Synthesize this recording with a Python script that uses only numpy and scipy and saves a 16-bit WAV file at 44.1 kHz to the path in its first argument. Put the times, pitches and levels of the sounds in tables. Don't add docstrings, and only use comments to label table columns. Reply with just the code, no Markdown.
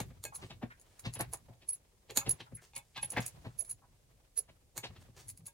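import sys
import numpy as np
from scipy import signal
from scipy.fft import rfft, irfft
from scipy.io import wavfile
from scipy.ndimage import uniform_filter1d

SR = 44100
rng = np.random.default_rng(int(sys.argv[2]) if len(sys.argv) > 2 else 0)


def transcribe(u):
    v = np.clip(np.atleast_2d(u).T, -1, 1)
    q = np.round(v * 32767).astype(np.int16)
    wavfile.write(sys.argv[1], SR, q)


N = 243873
TIME = np.arange(N) / SR
LEAD = SR // 20
AGE = np.arange(-LEAD, SR // 3) / SR



def undb(db):
    return 10 ** (np.asarray(db) / 20)


def add(track, sound, s, pan_db=0, lag=0):
    stereo = np.broadcast_to(sound, (2, len(AGE)))
    for channel, part, side in zip(track, stereo, (1, -1)):
        start = int(s * SR + side * lag / 2) - LEAD
        first, last = max(start, 0), min(start + len(AGE), N)
        channel[first:last] += undb(side * pan_db / 2) * part[first - start:last - start]


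def through(x, response):
    unit = response / np.sqrt(np.sum(response ** 2))
    return signal.fftconvolve(x, np.atleast_2d(unit), axes=1)[:, :N]


def colour(x, points, size=2048):
    hz, db = np.transpose(points)
    bins_hz = np.arange(size // 2 + 1) * SR / size
    outline_db = np.interp(np.log(bins_hz + 1), np.log(hz), db)
    cepstrum = irfft(np.log(undb(outline_db)))
    cepstrum[1:size // 2] *= 2
    cepstrum[size // 2 + 1:] = 0
    return through(x, irfft(np.exp(rfft(cepstrum))))


def envelope(rise_s, fall_s, hold_s=0):
    rise = np.minimum(AGE, 0) / max(abs(rise_s), 1e-4)
    fall = np.maximum(AGE - hold_s, 0) / max(abs(fall_s), 1e-4)
    return np.exp(rise - fall)


def grit(spread_db, size=12):
    steps = undb(spread_db * rng.standard_normal(len(AGE) // size + 1))
    strength = np.repeat(steps, size)[:len(AGE)]
    x = strength * rng.standard_normal(len(AGE))
    return x / x.std()


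def walk(rate):
    k = int(SR / rate)
    steps = np.repeat(rng.standard_normal(N // k + 1), k)
    return 2.7 * uniform_filter1d(steps, k)[:N]


def air(wide_hz):
    mid, side = rng.standard_normal((2, N))
    high_pass = signal.butter(1, wide_hz, "high", fs=SR, output="sos")
    side = 0.19 * side + 0.79 * signal.sosfilt(high_pass, side)
    return np.array([mid + side, mid - side])


def room(x, wet_db, t60_s):
    t = AGE[LEAD:]
    decay = undb(-60 * t / t60_s) + undb(-49.5 - 60 * t / 0.97)
    build = 1 - np.exp(-t / 0.0066)
    tail = air(wide_hz=300)[:, :len(t)] * decay * build
    tail = signal.sosfilt(signal.butter(2, 250, "high", fs=SR, output="sos"), tail)
    return x + undb(wet_db) * through(x, tail)


def ring(x, modes, longest_s=.095):
    t = AGE[LEAD:]
    response = sum(undb(db - 60 * t / min(fade_s, longest_s)) * np.cos(2 * np.pi * hz * t)
                   for hz, db, fade_s in modes)
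    return through(x, response)


# (pitch_hz, level_db)
SHOP_AIR = [(12, -41.5), (20, 6.5), (67, -1), (134, -1.5), (228, -11), (293, -11), (422, -16), (485, -12),
            (1260, -30.5), (9140, -25), (16000, -33.5)]


def shop_air(level_db=-69.5):
    return undb(level_db) * colour(air(wide_hz=500), SHOP_AIR)


def hum(pitch_hz=50.6, level_db=-73):
    return undb(level_db) * np.sin(2 * np.pi * pitch_hz * TIME)


# (start_s, rumble_db, rub_db)
SCREW_TURNING = [(0.0, -53, -69), (0.23, -61, -73.5), (0.52, -62, -74), (0.8, -70, -73), (1.05, -81, -71),
                 (1.25, -54.5, -69), (1.77, -78, -75.5), (2.05, -76.5, -76), (2.32, -61, -62.5),
                 (2.86, -86, -96), (3.02, -56.5, -77), (3.14, -65, -58), (3.34, -61, -67), (3.67, -66, -76),
                 (3.94, -69.5, -76), (4.77, -72, -79), (4.94, -58, -69), (5.53, -73, -82)]


def screw_levels(t):
    s, *columns = np.transpose(SCREW_TURNING)
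    return [np.interp(t, s, column) for column in columns]


# (pitch_hz, level_db)
RUMBLE_OUTLINE = [(25, -19), (50, 5), (80, 8.5), (118, 7.5), (200, -6.5), (350, -13.5), (900, -38.5)]
# (pitch_hz, level_db)
RUB_OUTLINE = [(150, -16), (350, 3), (900, 1), (1400, -5), (2200, -5), (4000, -10), (7000, -18.5)]
# (pitch_hz, level_db)
HISS_OUTLINE = [(1500, -6.5), (4000, -2.5), (6500, -0.5), (9500, -3.5), (12000, -16), (15500, -14)]


def turning(rumble_gain_db=-1.5, rub_gain_db=-4, hiss_gain_db=-11):
    rumble_db, rub_db = screw_levels(TIME)
    rumble_db = rumble_db + rumble_gain_db + 1.8 * walk(25)
    hiss_db = rub_db + hiss_gain_db + 0.76 * walk(120)
    rub_db = rub_db + rub_gain_db + 1.5 * walk(70)
    rumble = colour(air(wide_hz=400) * undb(rumble_db), RUMBLE_OUTLINE)
    rub = colour(air(wide_hz=600) * undb(rub_db), RUB_OUTLINE)
    hiss = colour(air(wide_hz=400) * undb(hiss_db), HISS_OUTLINE)
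    return rumble + rub + hiss


def brushes(per_s=7, centre_hz=800, level_db=-1.5, length_s=.018, spread_octaves=1.0, spread_db=4.0):
    count = int(per_s * N / SR)
    when, pitch, size = rng.uniform(-1, 1, (count, 3)).T
    s = (np.arange(count) + (when + 1) / 2) / per_s
    hz = centre_hz * 2 ** (spread_octaves * pitch)
    db = screw_levels(s)[1] + level_db + spread_db * size
    return list(zip(s, hz, db, np.full(count, length_s)))


# (start_s, pitch_hz, level_db, length_s)
DULL_RUBS = [(0.246, 500, -49.5, .013), (0.325, 1020, -52, 0.024), (0.387, 920, -59, 0.041),
             (0.437, 260, -45.5, 0.013), (.633, 224, -40.5, 0.012), (0.704, 1630, -53, 0.02),
             (1.201, 1780, -44.5, .017), (1.332, 800, -49.5, .012), (1.485, 614, -64, 0.044),
             (2.097, 450, -54, 0.03), (2.212, 1100, -50, 0.0225), (2.271, 332, -44, 0.018),
             (2.468, 1100, -61, 0.014), (2.573, 1670, -62, 0.026), (2.767, 920, -56, 0.018),
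             (2.962, 920, -52.5, 0.026), (3.037, 920, -63, 0.019), (3.166, 1840, -36, 0.021),
             (3.174, 199, -33.5, 0.019), (3.233, 2180, -55, 0.021), (3.373, 800, -65, 0.019),
             (3.589, 539, -64.5, 0.044), (3.82, 900, -66, 0.035), (4.378, 510, -56.5, 0.025),
             (5.393, 127, -58.5, 0.049)]
# (pitch_hz, level_db relative to grind_db in JAW_SLIPS)
SLIP_GROANS = [(215, -8.5), (1750, -14.5)]


def rubs(gain_db=-1, width=0.6, groan_s=0.011):
    out = np.zeros((2, N))
    groans = [(s, hz, grind_db + db, groan_s) for s, grind_db, *_ in JAW_SLIPS for hz, db in SLIP_GROANS]
    for s, hz, db, length_s in DULL_RUBS + groans + brushes():
        edges_hz = [hz / (1 + width / 2), hz * (1 + width / 2)]
        band = signal.butter(2, edges_hz, "band", fs=SR, output="sos")
        rub = signal.sosfilt(band, grit(spread_db=0.5, size=110))
        shape = undb(db + gain_db) * envelope(0.0014, 0.0074, length_s)
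        add(out, shape * rub / rub.std(), s, 0, rng.uniform(-14.5, 25))
    return room(out, wet_db=-6, t60_s=0.16)


# (start_s, level_db, length_s)
HANDLE_SLIDES = [(0.379, -69.5, .1), (0.864, -77, 0.23), (2.623, -64, 0.026), (2.803, -79.5, .14),
                 (3.224, -52, 0.0069), (3.39, -80, 0.17), (5.006, -69.5, 0.021), (5.169, -60.5, 0.041)]


def slides(gain_db=-1, body_db=-3):
    out = np.zeros((2, N))
    for s, db, length_s in HANDLE_SLIDES:
        add(out, undb(db + gain_db) * envelope(0.0069, 0.011, length_s) * grit(spread_db=5.0), s)
    scrape = colour(out, HISS_OUTLINE) + undb(body_db) * colour(out, RUB_OUTLINE)
    return room(scrape, wet_db=0.5, t60_s=0.3)


# (pitch_hz, level_db, fade_s)
BENCH_MODES = [(53, -7.5, 0.22), (99.4, -5, .15), (119.25, 3.5, 0.21), (157.6, -6.5, 0.22),
               (186, -2.5, 0.094), (244.7, -1.5, 0.093), (369.5, -11, .12), (527, -4.5, 0.058)]


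def bench_boom(t):
    boom = 0
    for k, (hz, db, fade_s) in enumerate(BENCH_MODES):
        level_chance, pitch_chance = rng.standard_normal(2)
        tone = np.sin(2 * np.pi * hz * (1 + 0.0093 * pitch_chance) * t)
        boom = boom + (-1) ** k * undb(db + 1.2 * level_chance - 60 * t / fade_s) * tone
    return (1 - np.exp(-t / .003)) * boom


# (start_s, grind_db, rasp_db, thump_db, length_s)
JAW_SLIPS = [(.001, -37.5, -43.5, -40, 0.0026), (0.107, -58, -73, -54, 0.0024),
             (.424, -50.5, -51.5, -47.5, 0.015), (.505, -51, -51.5, -55.5, 0.012),
             (.628, -40.5, -65, -44.5, 0.0036), (1.055, -41, -39.5, -35, 0.0093),
             (1.16, -48.5, -49, -47, 0.0061), (1.202, -33, -43.5, -41.5, 0.0067),
             (1.334, -48, -58, -67, 0.0082), (1.486, -67, -92, -51, 0.014),
             (1.623, -66, -59.5, -70, 0.0052), (2.098, -54, -50, -60, .01),
             (2.171, -39.5, -59, -47, 0.0049), (2.265, -45, -45, -37.5, 0.01),
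             (2.405, -47.5, -45.5, -54.5, 0.0035), (2.52, -61, -86, -44.5, 0.0032),
             (2.762, -71.5, -51, -58, 0.0079), (2.963, -62, -43, -53, 0.0157),
             (3.031, -67.5, -48, -53, 0.0092), (3.134, -47, -52.5, -50, 0.0015),
             (3.171, -33, -43.5, -36, 0.0129), (3.451, -49, -59.5, -42, .018),
             (4.49, -56.5, -64, -66.5, 0.0072), (4.766, -51, -63.5, -52.5, 0.015),
             (4.839, -45.5, -43, -53, 0.0175), (4.904, -59, -84, -53.5, 0.0035),
             (4.964, -59.5, -55.5, -66.5, .002), (5.083, -71.5, -81, -55, 0.0047)]
# (pitch_hz, level_db)
GRIND_OUTLINE = [(120, -18), (280, 1.5), (430, 6.5), (560, 5), (850, 4.5), (1300, -4.5), (1800, -4),
                 (2500, -10.5), (5000, -23), (12000, -45.5)]
# (pitch_hz, level_db)
RASP_OUTLINE = [(700, -36), (1800, -2), (2700, 2.5), (4200, 0), (5500, -8.5), (8000, -17.5), (11000, -24),
                (15000, -38.5)]
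# (pitch_hz, level_db, fade_s)
JAW_MODES = [(559, -3.5, .16), (835, 2.5, 0.16), (920, 1.5, 0.099), (1049, -2.5, 0.05), (1630, 0.5, 0.056),
             (2203, 3.5, 0.17), (2485, 3, 0.3), (2600, -1, 0.082), (3470, -1.5, 0.3), (4200, -12.5, 0.081)]


def knocks(grind_gain_db=-3, rasp_gain_db=-2, thump_gain_db=0, shudder_gain_db=-7, late_s=0.00046, jaw_db=-12):
    grind, rasp, thump, shudder = np.zeros((4, 2, N))
    for s, grind_db, rasp_db, thump_db, slip_s in JAW_SLIPS:
        slip, lag = envelope(.0054, .0095, slip_s), rng.uniform(-7.5, 1)
        add(grind, undb(grind_db + grind_gain_db) * slip * grit(spread_db=2.5), s, .8, lag)
        add(rasp, undb(rasp_db + rasp_gain_db) * slip * grit(spread_db=5.5), s, .5, lag)
        tremble = envelope(0.013, 0.029, slip_s) * air(wide_hz=249.7)[:, :len(AGE)] / 2
        add(shudder, undb(thump_db + shudder_gain_db) * tremble, s, 2)
        since_thump = np.maximum(AGE - late_s - slip_s / 2, 0)
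        add(thump, undb(thump_db + thump_gain_db) * bench_boom(since_thump), s, 2.3, -14)
    scrape = colour(grind, GRIND_OUTLINE) + colour(rasp, RASP_OUTLINE)
    scrape = scrape + undb(jaw_db) * ring(grind, JAW_MODES)
    return room(scrape, wet_db=-4, t60_s=0.11) + thump + colour(shudder, RUMBLE_OUTLINE)


# (start_s, level_db)
JAW_JARS = [(.254, -43.5), (1.154, -56), (2.105, -56), (2.175, -34.5), (2.215, -48), (2.735, -55),
            (2.765, -45), (2.960, -58), (2.976, -40), (3.031, -47), (3.172, -35), (4.777, -49),
            (5.478, -57.5)]


def jars(gain_db=23, buzz_db=-27, uneven_db=3, detune=0.011):
    out = np.zeros((2, N))
    for s, db in JAW_JARS:
        blow = (AGE == 0) + undb(buzz_db) * envelope(0.0025, 0.015) * grit(spread_db=8.5)
        modes = [(hz * (1 + detune * rng.normal()), mode_db + uneven_db * rng.normal(), fade_s)
                 for hz, mode_db, fade_s in JAW_MODES]
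        rung = ring(blow[None], modes)[:, :len(AGE)]
        add(out, undb(db + gain_db) * rung, s, 0, rng.uniform(-15.5, 3.5))
    return room(out, wet_db=-7.5, t60_s=.1)


# (start_s, level_db, left_minus_right_db)
RATTLING_CLACKS = [(.003, -42, -1), (.239, -44.5, -3), (.252, -42, -1.5), (.357, -51.5, -7),
                   (2.108, -50, -4.5), (2.162, -38.5, -6), (2.1731, -27.5, -5.5), (2.177, -28.5, 6),
                   (3.712, -56, -1), (4.770, -45, -8), (4.778, -37, -1.5)]
# (pitch_hz, level_db)
CLACK_OUTLINE = [(300, -12), (1000, -7), (3100, -13), (4300, 0), (5200, -14), (6700, 3), (7300, 1),
                 (7900, -5), (8800, 0), (10600, -7), (11700, 0), (13500, -15), (14600, -3), (16000, -16)]
# (pitch_hz, level_db, fade_s)
STEEL_MODES = [(4280, -5.5, 0.39), (4430, -13.5, 0.083), (4580, -22, 0.15), (5076, -31.5, 0.17),
               (5340, -12.5, 0.28), (6200, -21.5, 0.12), (6770, 16, 0.2), (7060, -3.5, 0.064),
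               (7560, -4.5, 0.042), (7940, -9, 0.048), (8340, -8.5, 0.087), (9080, -5.5, 0.12),
               (9082, -18.5, 0.084), (8570, 8.5, 0.046), (9930, 6, 0.059), (9800, -13, 0.058),
               (10120, -25, 0.065), (11140, -20, 0.042), (11290, -29, 0.13), (10700, -3.5, 0.027),
               (12100, -9.5, 0.06), (11700, -5.5, 0.077), (13010, -12, 0.065), (14200, -13, 0.04),
               (14800, -5, 0.033), (14850, -39.5, 0.11)]


def clacks(gain_db=2.0, ring_db=-8):
    out = np.zeros((2, N))
    blow, rattle = envelope(.0003, .002), .4 * envelope(.0059, .008)
    for s, db, pan_db in RATTLING_CLACKS:
        add(out, undb(db + gain_db) * (blow + rattle) * grit(spread_db=5.5), s, pan_db, rng.uniform(-2, 2))
    clack = colour(out, CLACK_OUTLINE) + undb(ring_db) * ring(out, STEEL_MODES)
    return room(clack, wet_db=-3.5, t60_s=0.09)


# (pitch_hz, level_db)
TICK_OUTLINE = [(200, -6.5), (700, -7), (1500, -8.5), (2400, 0), (3300, -11), (4400, 3.5), (5400, -0.5),
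                (7000, 7), (9000, 8), (10700, 17), (13000, -3.5), (15500, 0)]
# (start_s, ring_db, chatter_s, crack_db, rebound_crack_db, rattle_db,
# left_minus_right_db); ticks() uses a fifth of the last column, tings() all of it
LINK_DROPS = [(.350, -47, .014, -66, -57, -46.5, -1), (.798, -69.5, .011, -59, -57.5, -74, 1),
              (.995, -80, 0.0039, -49.5, -83, -55.5, -17.5), (1.138, -51.5, 0.017, -42, -49, -49, 2),
              (1.193, -52, 0.02, -43.5, -34, -64, -10), (1.335, -71, .003, -38, -69, -42.5, -13),
              (1.692, -33.5, 0.02, -46, -60.5, -49, -3), (1.733, -40.5, 0.0085, -64, -68, -47.5, -1.5),
              (2.294, -32, .022, -34, -35, -55, -5), (2.553, -52, 0.012, -64, -58, -62, 0.5),
              (2.7630, -42, 0.0022, -41, -45, -43, -3), (3.029, -40, 0.023, -55, -47.5, -46, -3),
              (3.104, -46.5, 0.017, -46, -41.5, -50, -4), (3.205, -72, .003, -45, -58, -53, -13),
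              (3.264, -43, .004, -37, -41.5, -47.5, -5.5), (3.594, -36, 0.013, -59, -43, -48, -16),
              (3.650, -57.5, 0.034, -74, -66, -57, -6), (3.699, -38.5, 0.015, -55, -45.5, -47.5, -3),
              (4.3762, -37.5, 0.02, -39.5, -47, -39, -11.5), (5.289, -50.5, .0065, -51.5, -54, -46, 2),
              (5.375, -76, .002, -59, -77, -59, -2), (5.468, -48.5, 0.007, -55, -57, -49.5, 0)]


def ticks(snap_db=19, crackle_db=5, pan_share=0.2, steel_db=-11, rebound_s=.0162, rebound_rattle_db=-17.5):
    out = np.zeros((2, N))
    contact = envelope(.0001, .0014)
    for s, _, _, crack_db, rebound_db, rattle_db, pan_db in LINK_DROPS:
        landing = (s, crack_db, rattle_db, pan_share * pan_db)
        rebound = (s + rebound_s, rebound_db, rattle_db + rebound_rattle_db, 0)
        for at, hit_db, buzz_db, side_db in (landing, rebound):
            crack = undb(snap_db) * (AGE == 0) + undb(crackle_db) * contact * grit(spread_db=-2.5)
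            rattle = undb(buzz_db) * envelope(0.0067, 0.012) * grit(spread_db=9.0)
            add(out, undb(hit_db) * crack + rattle, at, side_db, rng.uniform(-1.9, 3))
    tick = colour(out, TICK_OUTLINE) + undb(steel_db) * ring(out, STEEL_MODES, longest_s=.05)
    return room(tick, wet_db=-1.0, t60_s=0.052)


def tings(pitch_hz=10495, scatter_hz=19, twin_db=-13, split_hz=62, right_phase=1.36, flutter_db=1.63):
    out = np.zeros((2, N))
    rise_s, main_fall_s, twin_fall_s = 0.0032, 0.0072, 0.013
    for s, db, chatter_s, _, _, _, pan_db in LINK_DROPS:
        note_hz = pitch_hz + scatter_hz * rng.normal()
        turn = 2 * np.pi * note_hz * AGE + np.array([[0], [right_phase]])
        main = np.sin(turn) * envelope(rise_s, main_fall_s, chatter_s)
        twin = np.sin(turn + 2 * np.pi * split_hz * AGE) * envelope(rise_s, twin_fall_s, chatter_s)
        chatter_db = flutter_db * walk(180)[:len(AGE)]
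        add(out, undb(db + 6 + chatter_db) * (main + undb(twin_db) * twin), s, pan_db)
    return room(out, wet_db=-19.0, t60_s=0.049)


def scene():
    background = shop_air() + hum()
    vise = turning() + rubs() + slides() + knocks() + jars()
    chain = clacks() + ticks() + tings()
    return background + vise + chain


def record(dry):
    dry = signal.sosfilt(signal.butter(2, 36, "high", fs=SR, output="sos"), dry)
    return signal.sosfilt(signal.ellip(10, .2, 70, 15900, fs=SR, output="sos"), dry)


dry = scene()
out = record(dry)
transcribe(out)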